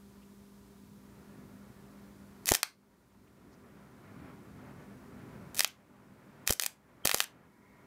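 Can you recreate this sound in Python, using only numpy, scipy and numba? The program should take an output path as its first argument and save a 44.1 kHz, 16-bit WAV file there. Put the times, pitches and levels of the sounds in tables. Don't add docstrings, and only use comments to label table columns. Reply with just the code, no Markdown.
import sys
import numpy as np
from scipy import signal
from scipy.fft import rfft, irfft
from scipy.io import wavfile
from numba import njit

SR = 44100
rng = np.random.default_rng(int(sys.argv[2]) if len(sys.argv) > 2 else 0)


def master_out(mix):
    frames = np.transpose(np.atleast_2d(mix))
    ceiling = np.clip(frames, -1, 1)
    pcm = np.round(ceiling * 32767).astype(np.int16)
    wavfile.write(sys.argv[1], SR, pcm)


N = 346626
TIME = np.arange(N) / SR
MAINS_HZ, FIRST_CREST_S = 50.057, .0024

# (multiple of the mains frequency [1], level [dB])
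HUM_HARMONICS = [(2, -78), (4, -60.5), (8, -71.5), (24, -87)]
# (time [s], gain [dB])
HUM_ENVELOPE = [(0, 2), (2.4, 2), (4, -1)]
# (time [s], level [dB], gain of the mids [dB])
RUSH_ENVELOPE = [(0, -62.5, -6.5), (.9, -61, -8.5), (1.35, -55.5, -7.5), (2.2, -59, -5), (3.15, -58, -7),
                 (3.5, -53, -7), (4, -54, -5.5), (4.25, -48.5, -5.5), (4.48, -52, -8), (4.65, -50, -4.5),
                 (5.05, -51.5, -8.5), (5.35, -49, -6.5), (5.85, -54, -5.5), (6.45, -53, -3), (6.8, -56, -3),
                 (7.35, -48.5, -4), (7.55, -55, -7), (7.86, -53, -4.5)]
# (frequency [Hz], relative level [dB])
RUMBLE_SPECTRUM = [(20, -31.5), (35, -21.5), (62, -3.5), (130, 4.5), (200, 3), (260, -1.5), (320, -3.5),
                   (390, -3.5), (500, -12.5), (900, -44)]
# (frequency [Hz], relative level [dB])
AIR_SPECTRUM = [(250, -17), (500, 2.5), (700, 1.5), (1250, 1), (1600, -2.5), (2400, -8), (2900, -15),
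                (4500, -24.5), (9000, -38.5)]
# (frequency [Hz], bandwidth [Hz], level against the rush [dB])
ROOM_MODES = [(202.4, 14, -11), (250.6, 10, -8), (293.5, 10, -12.5), (363, 22, -15.5), (402.5, 18, -17)]
# (frequency [Hz], bandwidth [Hz], level [dB])
MURMUR_BANDS = [(63, 20, -69), (973, 100, -76.5)]
# (frequency [Hz], relative level [dB])
HISS_SPECTRUM = [(20, 2), (60, 15.5), (300, -3), (1500, 0.5), (4000, 5.5), (8000, 3.5), (15000, 2)]
# (time [s], duration [s], frequency [Hz], level [dB])
SLEEVE_SCUFFS = [(0.229, 0.035, 3000, -69), (3.279, 0.024, 2800, -66), (3.536, 0.068, 5840, -67.5)]
# (time [s], energy [dB], treble gain [dB])
STRAND_BURSTS = [(2.458, -10.5, 17.5), (2.4802, -6, 5), (2.4875, -4, 9.5), (2.509, -3.5, 5.5),
                 (2.4904, 6.5, 2), (2.5197, 14, 7), (2.5372, 4.5, 3.5), (2.5393, 8.5, 5.5),
                 (2.547, 8.5, 5.5), (2.5508, 13.5, 3), (2.6313, 12.5, -2.5), (5.5944, 3.5, 1),
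                 (5.6065, 8.5, -2.5), (5.6464, 10, -4.5), (6.4763, 5, 2), (6.4948, 1.5, -3.5),
                 (6.5041, 1, 7), (6.5075, 12, 15), (6.5254, 8, 13.5), (6.534, 1.5, 18), (6.5975, 9.5, .5),
                 (6.6222, 1, 4), (6.6359, 3.5, 1.5), (6.6632, 8.5, 8), (7.0511, -6.5, 15), (7.054, 3, 8),
                 (7.0555, 10.5, 8.5), (7.0735, 12, 3.5), (7.0943, 8.5, -8), (7.1144, 9, -8.5),
                 (7.1452, 13.5, 7), (7.2041, 14, -8.5), (7.242, -4, 2)]
# (frequency [Hz], relative level [dB])
CRACK_SPECTRUM = [(40, -56), (110, -31.5), (240, -10.5), (420, -9.5), (700, -2), (1300, -2), (2000, 4),
                  (3200, 0.5), (4600, 2.5), (7000, 0.5), (10000, -2), (13500, -3), (16000, -8.5)]
# (delay [s], gain [1], low-pass cutoff [Hz])
BENCH_ECHOES = [(.00159, .3, 15320), (.0028, 0.064, 8980), (.0049, 0.13, 2800)]
# (frequency [Hz], relative level [dB])
ROOM_SPECTRUM = [(60, -11.5), (300, -3), (700, 2.5), (2000, 4.5), (5000, 3), (9000, 0), (16000, -2.5)]
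# (start [s], end [s], time to full contact [s], level [dB])
TOUCHES = [(2.463, 2.57, .025, -24), (5.543, 5.638, 0.048, -30.5), (5.67, 5.683, .003, -33),
           (6.464, 6.542, .014, -30), (6.611, 6.645, 0.0044, -24.5), (6.653, 6.667, 0.0062, -23.5),
           (7.049, 7.243, 0.00094, -27)]
# (frequency [Hz], relative level [dB])
SIZZLE_SPECTRUM = [(100, -29), (500, -7), (1200, -13.5), (2500, -4.5), (5000, -7), (8000, -3),
                   (12000, -4.5), (16000, -5.5)]
# (extinction time [s], burn time [s], collapse time [s], thump level [dB], roar level [dB])
ARC_STRIKES = [(2.5196, 0.0063, 0.00027, 1.5, -8.5), (6.5068, .008, 0.00045, -6.5, -16.5),
               (7.0555, .0055, 0.00026, -10, -21), (7.1453, 0.0052, 0.00016, -5, -16.5)]
# (frequency [Hz], relative level [dB])
ROAR_SPECTRUM = [(100, -2), (250, 5), (450, -1), (650, -5), (900, -7), (1500, -10), (2900, -12),
                 (3700, -22), (8000, -40)]
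# (end [s], duration [s], frequency [Hz], level it rises towards [dB])
CONTACT_TONES = [(6.509, .014, 3144, -22), (7.06, .022, 3150, -31)]
# (frequency [Hz], bandwidth [Hz], level at the peak [dB])
WHINE_BANDS = [(975, 60, -64), (1390, 70, -70), (1640, 80, -72.5), (1892, 100, -68.5), (2150, 200, -65.5)]


def undb(db):
    return 10 ** (np.asarray(db) / 20)


def curve(rows, column=1):
    rows = np.array(rows)
    return np.interp(TIME, rows[:, 0], rows[:, column])


def spectrum_db(points, size):
    hz, db = np.transpose(points)
    bin_hz = np.arange(size // 2 + 1) * SR / size
    return np.interp(np.log(bin_hz + 1), np.log(hz), db)


def unit(x):
    return x / np.sqrt(np.mean(x ** 2))


def noise(points, size=N):
    white = rfft(rng.standard_normal(size))
    return unit(irfft(white * undb(spectrum_db(points, size)), size))


def passband(x, hz, kind, order=2):
    return signal.sosfilt(signal.butter(order, hz, kind, fs=SR, output="sos"), x)


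def wander(rate_hz):
    return noise([(rate_hz, 0), (2 * rate_hz, -60)])


def click(db):
    cepstrum = irfft(np.log(undb(db)))
    half = len(cepstrum) // 2
    cepstrum[1:half] *= 2
    cepstrum[half + 1:] = 0
    pulse = irfft(np.exp(rfft(cepstrum)))
    return pulse / np.linalg.norm(pulse)


def add(track, s, sound):
    start = int(round(s * SR))
    track[start:start + len(sound)] += sound[:N - start]


def mains_hum(waver_db=.6, drift_rad=.12):
    out = np.zeros(N)
    for harmonic, db in HUM_HARMONICS:
        amplitude = np.sqrt(2) * undb(db + waver_db * wander(4))
        out += amplitude * np.sin(2 * np.pi * harmonic * MAINS_HZ * TIME + drift_rad * wander(6.5))
    return out * undb(curve(HUM_ENVELOPE))


def noise_bands(bands):
    out = np.zeros(N)
    for hz, width, db in bands:
        band = passband(rng.standard_normal(N), [hz - width / 2, hz + width / 2], "bandpass")
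        out += undb(db) * unit(band)
    return out


def far_off(x, wet_db=-9, t60_s=.34, size=16384):
    response = rng.standard_normal(size) * np.exp(-np.log(1000) * np.arange(size) / SR / t60_s)
    return unit(x + undb(wet_db) * unit(signal.fftconvolve(x, response)[:N]))


def rush(rumble_db=-1, air_db=-.2, flutter_db=.5, air_flutter_db=.9):
    level_db, mids_db = curve(RUSH_ENVELOPE), curve(RUSH_ENVELOPE, 2)
    rumble = noise(RUMBLE_SPECTRUM) * undb(rumble_db + flutter_db * wander(12))
    air = far_off(noise(AIR_SPECTRUM)) * undb(mids_db + air_db + air_flutter_db * wander(11))
    return (rumble + noise_bands(ROOM_MODES) + air) * undb(level_db)


def microphone_hiss(level_db=-68.5):
    return undb(level_db) * noise(HISS_SPECTRUM)


def rustles():
    out = np.zeros(N)
    for s, length_s, hz, db in SLEEVE_SCUFFS:
        swell = np.hanning(int(length_s * SR))
        scuff = unit(passband(rng.standard_normal(len(swell)), [hz / 1.4, hz * 1.08], "bandpass"))
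        add(out, s - length_s / 2, undb(db) * swell * scuff)
    return out


def cracks(events, shelf_hz=4500, spit_db=-9, spit_s=.00045, clutter_db=-11, clutter_s=.0017, size=1024):
    out, age = np.zeros(N), np.arange(size) / SR
    bin_hz = np.arange(size // 2 + 1) * SR / size
    shelf = 1 / (1 + (shelf_hz / (bin_hz + 1)) ** 4)
    for s, db, treble_db in events:
        spit = rng.standard_normal(size) * age * np.exp(-2 * age / spit_s)
        clutter = noise(ROOM_SPECTRUM, size) * np.exp(-age / clutter_s)
        blast = undb(spit_db) * spit / np.linalg.norm(spit)
        blast += undb(clutter_db) * clutter / np.linalg.norm(clutter)
        blast[0] = 1
        pulse = click(spectrum_db(CRACK_SPECTRUM, size) + treble_db * shelf)
        add(out, s, undb(db) * np.convolve(blast, pulse))
    return out


def workshop(x, tail_db=-17, t60_low_s=.19, t60_high_s=.16, split_hz=6000, build_s=.0015, size=16384):
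    age = np.arange(size) / SR
    diffuse = noise(ROOM_SPECTRUM, size)
    low = passband(diffuse, split_hz, "lowpass", order=1)
    low_fade, high_fade = (np.exp(-np.log(1000) * (age / t60) ** 1.3) for t60 in (t60_low_s, t60_high_s))
    tail = (low * low_fade + (diffuse - low) * high_fade) * (1 - np.exp(-age / build_s))
    response = undb(tail_db) * tail / np.linalg.norm(tail)
    response[0] += 1
    for s, gain, cutoff_hz in BENCH_ECHOES:
        add(response, s, gain * passband(signal.unit_impulse(64), cutoff_hz, "lowpass"))
    return signal.fftconvolve(x, response)[:N]


def contact_strength(first_touch_db=-15):
    strength = np.zeros(N)
    for start, end, build_s, db in TOUCHES:
        touching = (TIME >= start) & (TIME < end)
        still_open = np.maximum(1 - (TIME[touching] - start) / build_s, 0)
        strength[touching] = undb(db + first_touch_db * still_open)
    return strength


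def crest_snaps(contact, over_contact_db=21, spread_db=2, treble_db=9, treble_spread_db=3, jitter_s=.0008):
    crests = np.arange(FIRST_CREST_S, TIME[-1], 1 / (2 * MAINS_HZ))
    scatter = rng.standard_normal((len(crests), 3))
    events = []
    for s, strength, (late, loud, bright) in zip(crests, np.interp(crests, TIME, contact), scatter):
        if strength > 0:
            db = 20 * np.log10(strength) + over_contact_db + spread_db * loud
            events.append((s + jitter_s * late, db, treble_db + treble_spread_db * bright))
    return events


def sizzle(contact, sparks_per_s=2000, spread_db=6.5, level_db=-2, crest_depth=.3, size=512):
    jumps = rng.random(N) < sparks_per_s / SR
    sizes = undb(-spread_db * np.log(np.maximum(rng.random(N), .02)))
    modulation = 1 + crest_depth * np.cos(2 * np.pi * 2 * MAINS_HZ * (TIME - FIRST_CREST_S))
    sparks = undb(level_db) * unit(jumps * sizes * modulation) * contact
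    return signal.fftconvolve(sparks, click(spectrum_db(SIZZLE_SPECTRUM, size)))[:N]


def arcs(push_ratio=1.5, low_cut_hz=22, size=2048):
    out, age = np.zeros(N), np.arange(size) / SR
    for s, burn_s, collapse_s, thump_db, roar_db in ARC_STRIKES:
        suck = age / collapse_s * np.exp(1 - age / collapse_s)
        growth = np.sqrt(np.linspace(0, 1, int(burn_s * SR)))
        roar = growth * unit(noise(ROAR_SPECTRUM, size)[:len(growth)])
        push = undb(thump_db) * push_ratio * suck.sum() / growth.sum()
        add(out, s - burn_s, growth * (push + undb(roar_db) * roar))
        add(out, s, -undb(thump_db) * suck)
    return passband(out, low_cut_hz, "highpass", order=1)


def singing_contact(growth_db=22, waver_rad=.7, waver_hz=250):
    out, wobble = np.zeros(N), waver_rad * wander(waver_hz)
    for end, length_s, hz, db in CONTACT_TONES:
        age = np.arange(int(length_s * SR)) / SR
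        swell = undb(db + growth_db * (age / length_s - 1)) * signal.get_window(("tukey", .2), len(age))
        phase = 2 * np.pi * hz * age + np.interp(end + age, TIME, wobble)
        add(out, end - length_s, swell * np.sqrt(2) * np.sin(phase))
    return out


def whine(peak_s=7.77, rise_db_per_s=21, fall_db_per_s=91):
    age = TIME - peak_s
    return noise_bands(WHINE_BANDS) * undb(np.minimum(rise_db_per_s * age, -fall_db_per_s * age))


def scene():
    contact = contact_strength()
    snaps = cracks(STRAND_BURSTS + crest_snaps(contact))
    sparks = workshop(snaps + sizzle(contact) + singing_contact() + arcs())
    hiss = microphone_hiss()
    return (sparks + rustles() + mains_hum() + whine() + noise_bands(MURMUR_BANDS) + rush() + hiss)[None]


@njit
def gain_control(x, threshold, floor, attack_s, release_s):
    gains, gain = np.empty(len(x)), 1.
    for i in range(len(x)):
        gains[i] = gain
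        if abs(gain * x[i]) > threshold:
            gain += (floor - gain) / (attack_s * SR)
        else:
            gain += (1 - gain) / (release_s * SR)
    return gains


def record(dry, bass_hz=300, top_hz=15700):
    ducked = dry[0] * gain_control(dry[0], threshold=.046, floor=.21, attack_s=.0014, release_s=1.51)
    bass = signal.sosfiltfilt(signal.butter(2, bass_hz, fs=SR, output="sos"), ducked)
    bass_gain = gain_control(ducked, threshold=.0081, floor=.19, attack_s=.059, release_s=.63)
    clipped = np.clip(ducked - bass * (1 - bass_gain), -1, 1)
    band_limit = signal.firwin(255, top_hz, fs=SR, window="blackman")
    return signal.fftconvolve(clipped, band_limit, "same")[None]


dry = scene()
out = record(dry)
master_out(out)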